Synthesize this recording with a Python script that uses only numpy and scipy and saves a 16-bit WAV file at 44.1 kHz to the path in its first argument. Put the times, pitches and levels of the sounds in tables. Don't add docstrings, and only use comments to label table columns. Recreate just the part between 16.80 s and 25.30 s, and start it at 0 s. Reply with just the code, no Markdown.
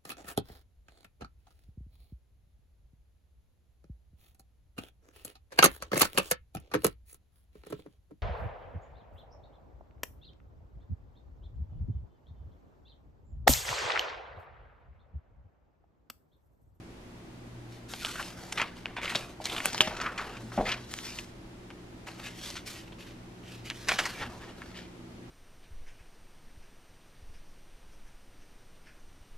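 import sys
import numpy as np
from scipy import signal
from scipy.fft import rfft, irfft
from scipy.io import wavfile
from scipy.ndimage import uniform_filter1d, minimum_filter1d, map_coordinates

SR = 44100
rng = np.random.default_rng(int(sys.argv[2]) if len(sys.argv) > 2 else 0)


def put_to_file(sound):
    columns = np.atleast_2d(sound).T
    safe = np.clip(columns, -1, 1)
    whole_steps = np.round(safe * 32767)
    wavfile.write(sys.argv[1], SR, whole_steps.astype(np.int16))


N = 374850
TIME_S = np.arange(N) / SR
AGE_S = np.arange(SR // 5) / SR


def from_db(db):
    return 10 ** (np.asarray(db) / 20)


def unit_rms(x):
    return x / np.sqrt(np.mean(x ** 2) + 1e-20)


def unit_blow(x):
    return unit_rms(x) * np.sqrt(SR / 100 / x.shape[-1])


def at_bins(curve, size):
    bin_hz = np.maximum(np.fft.rfftfreq(size, 1 / SR), 1)
    hz, values = np.transpose(curve)
    return np.interp(np.log(bin_hz), np.log(hz), values)


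def band(x, low_hz, high_hz, order=2):
    edges_hz = np.clip([low_hz, high_hz], 10, .47 * SR)
    return signal.sosfilt(signal.butter(order, edges_hz, "band", fs=SR, output="sos"), x)


def resonance(x, hz, width):
    return band(x, hz / (1 + width), hz * (1 + width), order=1)


def coloured(x, spectrum):
    size = x.shape[-1]
    return unit_rms(irfft(rfft(x) * from_db(at_bins(spectrum, size)), size))


def drift(rate_hz):
    knots = rng.standard_normal(N // 40)
    return np.interp(TIME_S * rate_hz, np.arange(len(knots)), knots) * np.sqrt(3 / 2)


def stereo(mid, side, correlation):
    alike = at_bins(correlation, N)
    return irfft(np.sqrt(1 + alike) * rfft(mid) + np.sqrt(1 - alike) * rfft(side) * [[1], [-1]], N)


def add(out, start_s, sound):
    start = round(start_s * SR)
    out[..., start:start + sound.shape[-1]] += sound[..., :N - start]


# f/Hz, level/dB
HUM_LINES = [(61, -62.5), (90, -85), (119.7, -57), (180, -59), (241, -61.5), (329, -62), (358, -62.5)]
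# t/s, length/s, lift/dB
HUM_SWELLS = [(0.5, 0.62, 6), (3.54, 0.55, 8), (6.516, 0.69, 4)]
# f/Hz, relative density/dB
AIR_SPECTRUM = [(20, -12), (44, -1.5), (70, -9.5), (100, -5), (150, -11.5), (200, -5.5), (270, -6.5),
                (350, -7), (480, -14), (650, -14.5), (1380, -21), (2270, -23), (12800, -39.5), (14500, -50)]
# f/Hz, left-right correlation
ROOM_CORRELATION = [(60, 1.0), (150, 0.94), (380, 0.61), (950, 0.086), (2380, -0.1), (5980, 0.038),
                    (15000, -0.66)]


def appliance(waver_db=2.0, waver_rad=0.89, ramp_s=0.063, air_db=-49.5):
    strongest_hz = max(HUM_LINES, key=lambda line: line[1])[0]
    hum = swell_db = 0
    for start_s, length_s, lift_db in HUM_SWELLS:
        inside_s = np.minimum(TIME_S - start_s, start_s + length_s - TIME_S)
        swell_db += lift_db * np.clip(inside_s / ramp_s, 0, 1)
    for hz, db in HUM_LINES:
        gain = from_db(db + swell_db * (hz == strongest_hz) + waver_db * drift(5.0))
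        hum += gain * np.sqrt(2) * np.sin(2 * np.pi * hz * TIME_S + waver_rad * drift(8.9))
    air = coloured(stereo(*rng.standard_normal((2, N)), ROOM_CORRELATION), AIR_SPECTRUM)
    return hum + from_db(air_db) * air


def grains(size, spread_db):
    noise = rng.standard_normal(size)
    return unit_rms(noise * from_db(spread_db * np.minimum(rng.exponential(1, size), 4)))


def crinkles(per_s=80.0, spread_db=6.5):
    ticks = (rng.random(N) < per_s / SR) * rng.choice([-1, 1], N)
    strength = from_db(spread_db * rng.uniform(-1.1, 1, N))
    return unit_rms(band(ticks * strength + 1e-18, 900, 8100, order=1))


# t/s, rise/s, steady/s, rustle/dB, body/dB re rustle, hiss/dB re rustle
STROKES = [(0.89, .03, 0.036, -61, -7, -3), (1.08, 0.019, 0.063, -53, -5.5, 4),
           (1.17, 0.041, 0.099, -45.5, -12, -1.5), (1.32, 0.023, .14, -48.5, -1, 0.5),
           (1.55, 0.028, 0.24, -58, 6, 3), (1.754, 0.026, 0.059, -42.5, -3.5, -34),
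           (1.95, 0.019, 0.0082, -54.5, 0, -4.5), (2.05, 0.0062, 0.055, -56, 4, -21),
           (2.163, 0.0091, 0.011, -41, -6, -26), (2.21, 0.019, 0.098, -42.5, -5.5, -9),
           (2.33, 0.018, 0.056, -45, -2.5, -4), (2.41, 0.053, 0.034, -62.5, 10.5, 1),
           (2.605, 0.0088, .01, -52, -3.5, -5), (2.651, 0.0044, 0.023, -43.5, -4.5, -2.5),
           (2.69, 0.0093, 0.091, -45.5, 1.5, -3), (2.81, 0.043, 0.027, -41, -3, -1),
           (2.91, 0.023, 0.08, -48, 3, -1), (3.005, 0.0041, 0.051, -40, -9, -7),
           (3.08, 0.019, 0.074, -49, 6, -6), (3.2, 0.0097, 0.035, -41.5, 1, -11.5),
           (3.28, 0.048, 0.07, -53.5, 6.5, -10), (3.375, 0.022, 0.047, -53, 8.5, -3),
           (3.44, 0.032, 0.1, -53, 3.5, -7.5), (3.59, 0.02, 0.083, -66.5, 9.5, 6.5),
           (3.71, 0.02, 0.13, -52.5, -1, -2), (3.85, 0.016, 0.041, -38, -1.5, -9.5),
           (3.97, 0.043, 0.034, -64, -3, 5), (4.07, 0.038, 0.19, -53, -4, 4.5),
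           (4.221, 0.041, 0.02, -46, -14, 0), (4.32, 0.045, 0.037, -52.5, -4.5, 3.5),
           (5.263, 0.0097, 0.009, -48.5, 0, -4), (5.33, 0.076, 0.016, -53.5, -1, -4),
           (5.415, 0.038, .012, -44, -11, -6), (5.52, 0.063, 0.023, -55, -9, 1),
           (5.6, 0.055, 0.039, -44.5, -12, -1), (5.754, 0.0059, 0.0069, -51, -7, -7),
           (5.854, 0.016, 0.037, -48, -9.5, 1), (5.94, 0.029, 0.017, -49.5, -9, -5.5),
           (6.18, 0.02, 0.019, -51, -9.5, -8), (6.25, 0.022, .015, -54.5, -11, -9.5),
           (6.62, 0.098, 0.021, -50.5, -15, -7), (6.842, 0.02, 0.0046, -47, -11.5, -4),
           (6.92, 0.04, 0.14, -54.5, -7.5, -2), (7.07, 0.011, 0.065, -38, -3.5, -6.5),
           (7.18, 0.013, 0.093, -42.5, -1, -5.5), (7.32, 0.019, 0.062, -47, -2.5, -9),
           (7.395, 0.016, 0.0046, -44.5, 5, -7.5), (7.49, 0.013, 0.075, -62, 9.5, 1),
           (7.59, 0.023, 0.088, -56.5, 5, -8), (7.75, 0.021, 0.13, -60, 2, -2),
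           (7.93, 0.037, 0.0091, -47, -8, -9)]


def stroke_levels_db(times_s, glide_t60_s=0.35):
    power = np.full((3, len(times_s)), 1e-10)
    for start_s, rise_s, steady_s, db, body_db, hiss_db in STROKES:
        gliding_s = np.maximum(times_s - start_s - rise_s - steady_s, 0)
        speed = np.clip((times_s - start_s) / rise_s, 0, 1) * from_db(-60 * gliding_s / glide_t60_s)
        power += np.outer(from_db([db + body_db, db, db + hiss_db]), speed) ** 2
    return 10 * np.log10(power)


# frequency ratio, nominal lift/dB
BEND_MODES = [(1, 2), (2.05, 1)]


def bending_db(hz, times_s, tautness_db, db_per_oct=7.5, wander_oct=.12, width_oct=.25, weak_db=3.5):
    bend_hz = np.clip(1130 * 2 ** (tautness_db / db_per_oct), 1390, 3000)
    bend_hz *= 2 ** (wander_oct * np.interp(times_s, TIME_S, drift(22)))
    gain_db = 0
    for ratio, lift_db in BEND_MODES:
        offset_oct = np.log2((hz + 1) / (ratio * bend_hz))
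        gain_db += lift_db * (np.exp(-(offset_oct / width_oct) ** 2) - .1)
    grid = np.broadcast_arrays(np.sqrt(hz) / 1.8, times_s * 16)
    weak_modes = map_coordinates(rng.standard_normal((128, 256)), grid, order=2, mode="mirror")
    return gain_db + weak_db * weak_modes / np.hypot(1, hz / 4500)


# f/Hz, relative density/dB
FRICTION_SPECTRUM = [(200, -4.5), (500, -4), (1000, -5), (1400, -4), (1850, -2.5), (2800, -3), (4200, -5),
                     (6200, -9), (9000, -14.5), (13000, -16), (14700, -28), (15600, -43)]
# f/Hz, left-right correlation
FRICTION_CORRELATION = [(300, 0.99), (2000, 1), (5000, 0.82), (12000, 0.71)]


def sliding(catch_db=1.44, crinkle_db=-13.0):
    slips = stereo(grains(N, spread_db=2.5), grains(N, spread_db=1.0), FRICTION_CORRELATION)
    friction = coloured(unit_rms(slips) + from_db(crinkle_db) * crinkles(), FRICTION_SPECTRUM)
    hz, times_s, frames = signal.stft(friction, SR, nperseg=512)
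    hz = hz[:, None]
    body_db, rustle_db, hiss_db = stroke_levels_db(times_s)
    gain_db = bending_db(hz, times_s, tautness_db=rustle_db - body_db)
    bands_hz, centres_hz = [(400, 1500), (1500, 5000), (5000, 14000)], [1000, 2600, 7000]
    for db, edges_hz, weights in zip((body_db, rustle_db, hiss_db), bands_hz, np.eye(3)):
        lift_db = db - 10 * np.log10(np.mean(band(friction, *edges_hz) ** 2))
        gain_db += lift_db * np.interp(np.log2(hz + 1), np.log2(centres_hz), weights)
    rustle = signal.istft(frames * from_db(gain_db), SR)[1][:, :N]
    return rustle * from_db(catch_db * drift(130))


def bending_wave(spread_s):
    hz = np.fft.rfftfreq(len(AGE_S), 1 / SR)
    delay_s = spread_s / np.sqrt(1 + hz / 1000)
    return unit_blow(irfft(np.exp(-2j * np.pi * np.cumsum(delay_s) * hz[1]), len(AGE_S)))


def swarm(t60_s, rise_s, spread_db, side_gain):
    mid, side = grains(len(AGE_S), spread_db), grains(len(AGE_S), spread_db)
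    envelope = from_db(-60 * AGE_S / t60_s) * (1 - np.exp(-AGE_S / rise_s))
    return unit_blow((mid + side_gain * side * [[1], [-1]]) * envelope)


def sheet(push, ring_db, ring_hz, ring_width, body_db, body_hz, body_width, crack_db, crack_hz):
    ring = unit_blow(resonance(resonance(push, ring_hz, 2.03 * ring_width), ring_hz, 1.78 * ring_width))
    linger = unit_blow(resonance(ring, ring_hz, width=.04))
    ring = unit_blow(ring + from_db(-22) * linger)
    body = unit_blow(resonance(resonance(push, body_hz, body_width), body_hz, 1.3 * body_width))
    crack = unit_blow(band(push, crack_hz / 1.9, crack_hz * 1.04))
    return from_db(ring_db) * (ring - from_db(body_db) * body + from_db(crack_db) * crack)


# t/s, ring/dB, ring/Hz, nominal relative width, body/dB re ring,
# crack/dB re ring, crack/Hz, flutter/dB re pop
SNAPS = [(1.1369, -40, 3160, 0.39, -1.5, -17, 7000, -3), (1.2483, -31, 3170, 0.21, -9.5, -16, 9150, -2),
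         (1.2604, -40, 4300, 0.26, -18, -14, 8500, -8), (1.4272, -40, 2930, 0.22, -15, -27, 7500, -6),
         (1.816, -28, 2620, 0.24, -6, -18, 6140, -1), (2.057, -33.5, 2700, 0.11, -9, -18, 4660, -11),
         (2.0658, -49, 1850, .2, -4, -10, 5000, -12), (2.2168, -46, 2500, 0.22, -8, -13, 6500, -6),
         (2.2322, -39.5, 2600, 0.25, -6, -14, 6500, -6), (2.2464, -40, 2800, .2, -9, -16, 6500, -9),
         (2.2552, -40, 3300, 0.2, -18, -12, 6500, -12), (2.3485, -31.5, 2580, 0.28, -3.5, -14, 7000, 7),
         (2.355, -25.5, 3700, 0.21, -16, -28, 9200, 6), (2.618, -53, 3700, 0.24, -9, -17, 6500, 1),
         (2.6418, -44.5, 4500, 0.32, -5, -5, 7440, 2), (2.748, -43, 2800, .25, -2, -14, 6500, -6),
         (2.8465, -39, 2800, .35, -9, -7, 8500, 2), (2.8567, -29, 2450, 0.3, -4.5, 5, 12600, -9),
         (2.9312, -39, 3600, .45, -15, -2, 8200, -2), (2.9461, -36.5, 4500, 0.16, 3, -8, 8000, -3),
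         (2.979, -33, 2730, 0.4, -19, -10, 5970, -1), (3.0066, -10, 3050, 0.13, -9.5, -13, 8600, -18),
         (3.012, -25.5, 2700, 1, -9.5, -16, 7000, 2), (3.414, -49, 2700, 0.35, -12, -19, 5500, -6),
         (3.719, -45.5, 1700, 0.23, -4, -20, 5500, 1), (4.139, -36, 2880, 0.91, -27, -30, 7500, -13),
         (4.1882, -41, 3000, 0.35, -10, -15, 7000, -10), (4.386, -40.5, 2760, .15, -19, -17, 5930, 0.5),
         (4.388, -37, 2630, 0.18, -18, -6, 6550, -5), (4.9033, -48.5, 2260, 0.33, -4, -21, 7000, 2),
         (5.27, -46, 2020, 0.25, -4, -19, 7000, 5), (5.2854, -44, 2660, 0.14, -4, -13, 6500, -2),
         (5.3978, -53, 2770, 0.26, 2, -15, 5500, 3), (5.614, -51, 3670, 0.26, -3, -15, 6000, -10),
         (5.7027, -43.5, 4800, .16, -9, -15, 6370, -9), (5.755, -45, 2900, 0.56, -3, -18, 6500, 4),
         (6.122, -52.5, 3120, 0.15, -1.5, -26, 7000, 6), (6.9007, -33.5, 2520, 0.42, -31, -26, 6360, -4),
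         (6.909, -39, 2320, 0.23, -9, -20, 6500, 0), (7.0915, -27.5, 2240, 0.33, -11, -22, 6000, -4),
         (7.118, -31.5, 2220, 0.28, 0.5, -8, 7200, -8), (7.1903, -29, 1940, 0.6, -6, -14, 7050, -14),
         (7.428, -46, 1500, .35, 4, -23, 5000, -6), (7.8186, -43, 1720, 0.24, -12, -25, 5000, -2)]


def snaps(body_hz=800, body_width=0.91, jitter_gain=.55):
    out = np.zeros((2, N))
    for start_s, db, hz, width, body_db, crack_db, crack_hz, flutter_db in SNAPS:
        jitter = swarm(t60_s=0.0059, rise_s=0.000098, spread_db=5.0, side_gain=0.055)
        pop = unit_blow(bending_wave(spread_s=0.000785) + jitter_gain * jitter)
        flutter = swarm(t60_s=0.046, rise_s=0.0011, spread_db=10.5, side_gain=0.062)
        push = pop + from_db(flutter_db) * flutter
        add(out, start_s, sheet(push, db, hz, width, body_db, body_hz, body_width, crack_db, crack_hz))
    return out


# t/s, length/s, start f/Hz, end f/Hz, level/dB
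SCRAPES = [(1.215, .11, 1520, 1270, -46.5), (1.358, 0.067, 1590, 1340, -46),
           (3.011, 0.066, 3100, 2780, -42.5), (3.219, 0.12, 1460, 1340, -47),
           (3.468, 0.099, 1260, 1410, -53), (3.854, 0.03, 1920, 2100, -38),
           (3.884, 0.033, 2410, 2520, -37.5), (3.922, .026, 2800, 2600, -41.5),
           (4.24, .07, 2700, 2500, -59), (5.431, 0.065, 2600, 2700, -50.5)]


def scrapes(slip_db=4.0, half_width=0.084):
    out = np.zeros(N)
    for start_s, length_s, from_hz, to_hz, db in SCRAPES:
        progress = np.linspace(0, 1, int(length_s * SR))
        carrier = np.exp(2j * np.pi * np.cumsum(from_hz + (to_hz - from_hz) * progress) / SR)
        low_pass = signal.butter(2, half_width * from_hz, fs=SR, output="sos")
        ring = np.real(carrier * signal.sosfilt(low_pass, grains(len(progress), slip_db) / carrier))
        add(out, start_s, from_db(db) * unit_rms(ring * np.sqrt(progress * (1 - progress))))
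    return out


# t/s, ring/dB, ring/Hz, nominal relative width, body/dB re ring, body/Hz,
# crack/dB re ring, crack/Hz, rise/s, t60/s
FLAPS = [(1.268, -45, 1500, .3, -8, 700, -12, 7000, .0005, 0.036),
         (1.289, -47, 1380, .12, -3, 700, -14, 7000, .001, .04),
         (1.355, -42, 1540, .12, -9, 700, -21, 7000, .001, .04),
         (1.394, -34.5, 1500, 0.3, -3, 990, -20, 7000, .008, 0.049),
         (1.7223, -34, 2700, 0.59, -11, 744, -7, 7750, 0.0035, 0.025),
         (1.773, -29.5, 2600, 0.28, -5, 1170, -26, 6000, .02, 0.056),
         (1.795, -29, 2470, 0.2, -1.5, 1100, -30, 6000, 0.0046, .075),
         (1.82, -40.5, 2500, 0.23, 8.5, 1100, -28, 6000, .001, 0.093),
         (2.1647, -39, 2200, .3, -3, 900, -25, 7000, 0.00088, .05),
         (2.18, -42, 2100, 0.21, 3.5, 840, -26, 7000, .005, .06),
         (2.2383, -44, 2500, .25, -6, 1000, -16, 7000, .0005, .022),
         (2.2562, -37, 3100, .2, -2, 1500, -18, 7000, .001, 0.03),
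         (2.277, -34, 2420, .13, -11, 1100, -22, 7000, .003, 0.032),
         (2.293, -33.5, 2500, 0.39, -18, 1100, -12, 8500, .004, 0.065),
         (2.317, -40, 2100, .3, 0, 900, -13, 8000, 0.0027, .06),
         (2.6548, -32.5, 4300, 0.14, -10, 910, -3, 7840, .003, 0.0095),
         (2.696, -36, 3200, 0.13, -13, 1100, -25, 7600, .001, 0.042),
         (2.7185, -41, 3240, 0.1, -15, 1100, -22, 7000, .001, .025),
         (2.763, -34.5, 3240, 0.15, -5, 1200, -18, 8000, .001, .026),
         (2.779, -34, 2820, 0.14, -20, 1200, -15, 7000, .002, .021),
         (2.802, -34, 2450, .13, -11, 1000, -15, 7000, .001, .025),
         (3.0724, -38, 2420, .35, 3, 860, -5, 5670, 0.0009, .044),
         (3.108, -46, 1700, .3, 7, 690, -14, 5000, .003, 0.072),
         (3.166, -40, 2300, .4, -7, 1100, -7, 5750, 0.0017, 0.047),
         (3.2, -38.5, 2320, .3, -2.5, 800, -18, 5500, .001, .034),
         (3.213, -34.5, 1900, 0.41, -10, 1100, -6, 5470, 0.0018, 0.047),
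         (3.25, -34, 1770, 0.27, 4, 1120, -26, 5500, 0.011, 0.15),
         (3.262, -34.5, 2230, 0.22, -14, 1190, -32, 5500, .001, 0.054),
         (3.377, -34.5, 2580, 0.32, -10, 1200, -20, 5800, 0.0011, 0.055),
         (3.386, -35, 1980, 0.33, 2, 1100, -18, 4970, 0.00045, 0.28),
         (3.568, -46.5, 2380, 0.31, -6, 1200, -20, 5000, 0.00095, .04),
         (3.862, -39, 2780, 0.22, -10, 900, -20, 5500, .006, .04),
         (3.8882, -35, 2800, 0.22, -13, 1000, -15, 6000, .0005, .05),
         (3.9161, -29.5, 3000, 0.2, -20, 1100, -17, 5500, .002, 0.05),
         (3.938, -39, 2400, .3, -10, 890, -13, 5500, .001, 0.067),
         (5.762, -39, 3400, 0.32, -5, 1200, -15, 6500, 0.0027, 0.11),
         (6.076, -55, 2670, 0.12, -12, 1200, -22, 6000, .001, .04),
         (7.0848, -28, 2200, 0.42, -19, 1000, -1.5, 6540, .0005, 0.047),
         (7.09, -25.5, 2210, 0.37, -8, 1000, -20, 6000, .001, 0.053),
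         (7.1115, -31.5, 2130, .25, -8, 900, -22, 6500, .0003, 0.025),
         (7.1185, -29, 2200, .22, -8, 1000, -22, 6500, .0005, 0.032),
         (7.135, -42, 2500, 0.22, -8, 1100, -16, 6000, .002, .04),
         (7.184, -27, 2360, 0.78, 1, 1330, -21, 7100, .015, 0.061),
         (7.253, -31, 2010, 0.23, -14, 900, -4.5, 5730, .003, 0.027),
         (7.261, -37, 1900, 0.24, -4, 900, -1, 6000, 0.0018, 0.059),
         (7.417, -38.5, 2200, 0.45, 1, 1090, -24, 4970, 0.015, .085)]


def flaps(body_width=0.37):
    out = np.zeros((2, N))
    for start_s, db, hz, width, body_db, body_hz, crack_db, crack_hz, rise_s, t60_s in FLAPS:
        push = swarm(t60_s, rise_s, spread_db=2.8, side_gain=0.028)
        add(out, start_s, sheet(push, db, hz, width, body_db, body_hz, body_width, crack_db, crack_hz))
    return out


# t/s, level/dB, low f/Hz, high f/Hz, burst t60/s
KNOCKS_AND_PUFFS = [(2.353, -34.5, 80, 490, 0.039), (2.601, -38.5, 445, 890, 0.047),
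                    (3.0055, -24.5, 80, 1000, 0.0083), (3.073, -33, 90, 700, 0.049),
                    (3.626, -37, 160, 272, 0.37), (3.7767, -24, 25, 1390, 0.06),
                    (3.786, -24.5, 25, 1400, 0.032), (3.797, -25.5, 25, 700, 0.047),
                    (3.807, -24.5, 300, 910, 0.057), (3.824, -30, 25, 950, 0.25),
                    (7.089, -33.5, 554, 960, 0.024), (7.116, -32.5, 547, 950, 0.032),
                    (7.188, -34.5, 580, 950, 0.065), (7.426, -37, 25, 200, 0.82)]
# f/Hz, relative density/dB
BURST_SPECTRUM = [(18, -21), (30, -1.5), (70, -4), (148, -16), (214, 1), (286, -11.5), (630, -3.5),
                  (1060, -11), (1190, -13), (1290, -17.5), (3000, -17), (3900, -53), (6600, -120)]
# f/Hz, relative level/dB, uncapped t60/s
TABLE_MODES = [(196, 14, 0.021), (354, -3, 0.36), (420, -16, 0.49), (505, -20, 0.06), (624.5, 7, 0.27),
               (785, 1.5, 0.29), (1040, -21, 0.36)]


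def knocks_and_puffs(ring_db=-9.5, max_ring_t60_s=.25, rise_s=0.00037):
    out = np.zeros(N)
    for start_s, db, low_hz, high_hz, t60_s in KNOCKS_AND_PUFFS:
        burst = coloured(rng.standard_normal(len(AGE_S)), BURST_SPECTRUM) * from_db(-60 * AGE_S / t60_s)
        ring = 0
        for hz, mode_db, mode_t60_s in TABLE_MODES:
            decay = from_db(mode_db - 60 * AGE_S / min(mode_t60_s, max_ring_t60_s))
            ring += decay * np.sin(2 * np.pi * (hz * AGE_S + rng.random()))
        blow = (unit_blow(burst) + from_db(ring_db) * unit_blow(ring)) * (1 - np.exp(-AGE_S / rise_s))
        add(out, start_s, from_db(db) * unit_blow(band(blow, low_hz, high_hz)))
    return out


# t/s, left minus right/dB
PAPER_BEARING = [(1.2, 0.34), (1.45, 0.6), (1.8, 0.54), (2.3, 0.5), (2.75, 0.37), (3.0, 1.22), (3.3, 0.5),
                 (4.2, 1), (5.35, 0.5), (5.8, 0.5), (6.9, -0.5), (7.2, -0.5), (7.42, 0.5), (8.0, 1)]


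def microphone_ports(paper, lag_samples_per_db=2.03):
    half_db = np.interp(TIME_S, *np.transpose(PAPER_BEARING)) / 2
    ports = []
    for channel, db in zip(paper, (half_db, -half_db)):
        shifted = map_coordinates(channel, [np.arange(N) + db * lag_samples_per_db], order=3)
        ports.append(from_db(db) * shifted)
    return np.array(ports)


def room(x, wet_db=-27.0, t60_s=.45, gap_s=.004):
    echoes = stereo(*rng.standard_normal((2, N)), ROOM_CORRELATION)[:, :SR // 2]
    age_s = TIME_S[:SR // 2]
    tail = band(echoes, 130, 7500, order=1) * from_db(-60 * age_s / t60_s) * (age_s > gap_s)
    tail /= np.sqrt(np.mean(np.sum(tail ** 2, axis=1)) * SR / 2 / 5000)
    return from_db(wet_db) * signal.fftconvolve(x[None], tail, axes=1)[:, :N]


def scene(echo_s=.0053, echo_db=-21.5):
    paper = sliding() + snaps() + flaps() + scrapes() + knocks_and_puffs()
    add(paper, echo_s, from_db(echo_db) * paper)
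    return microphone_ports(paper) + room(paper.mean(axis=0)) + appliance()


def record(dry, cutoff_hz=15600, ceiling=.93):
    cut = signal.sosfilt(signal.ellip(10, .1, 80, cutoff_hz, fs=SR, output="sos"), dry)
    gain = ceiling / np.maximum(np.abs(cut).max(axis=0), ceiling)
    return cut * uniform_filter1d(minimum_filter1d(gain, size=61), size=61)


dry = scene()
out = record(dry)
put_to_file(out)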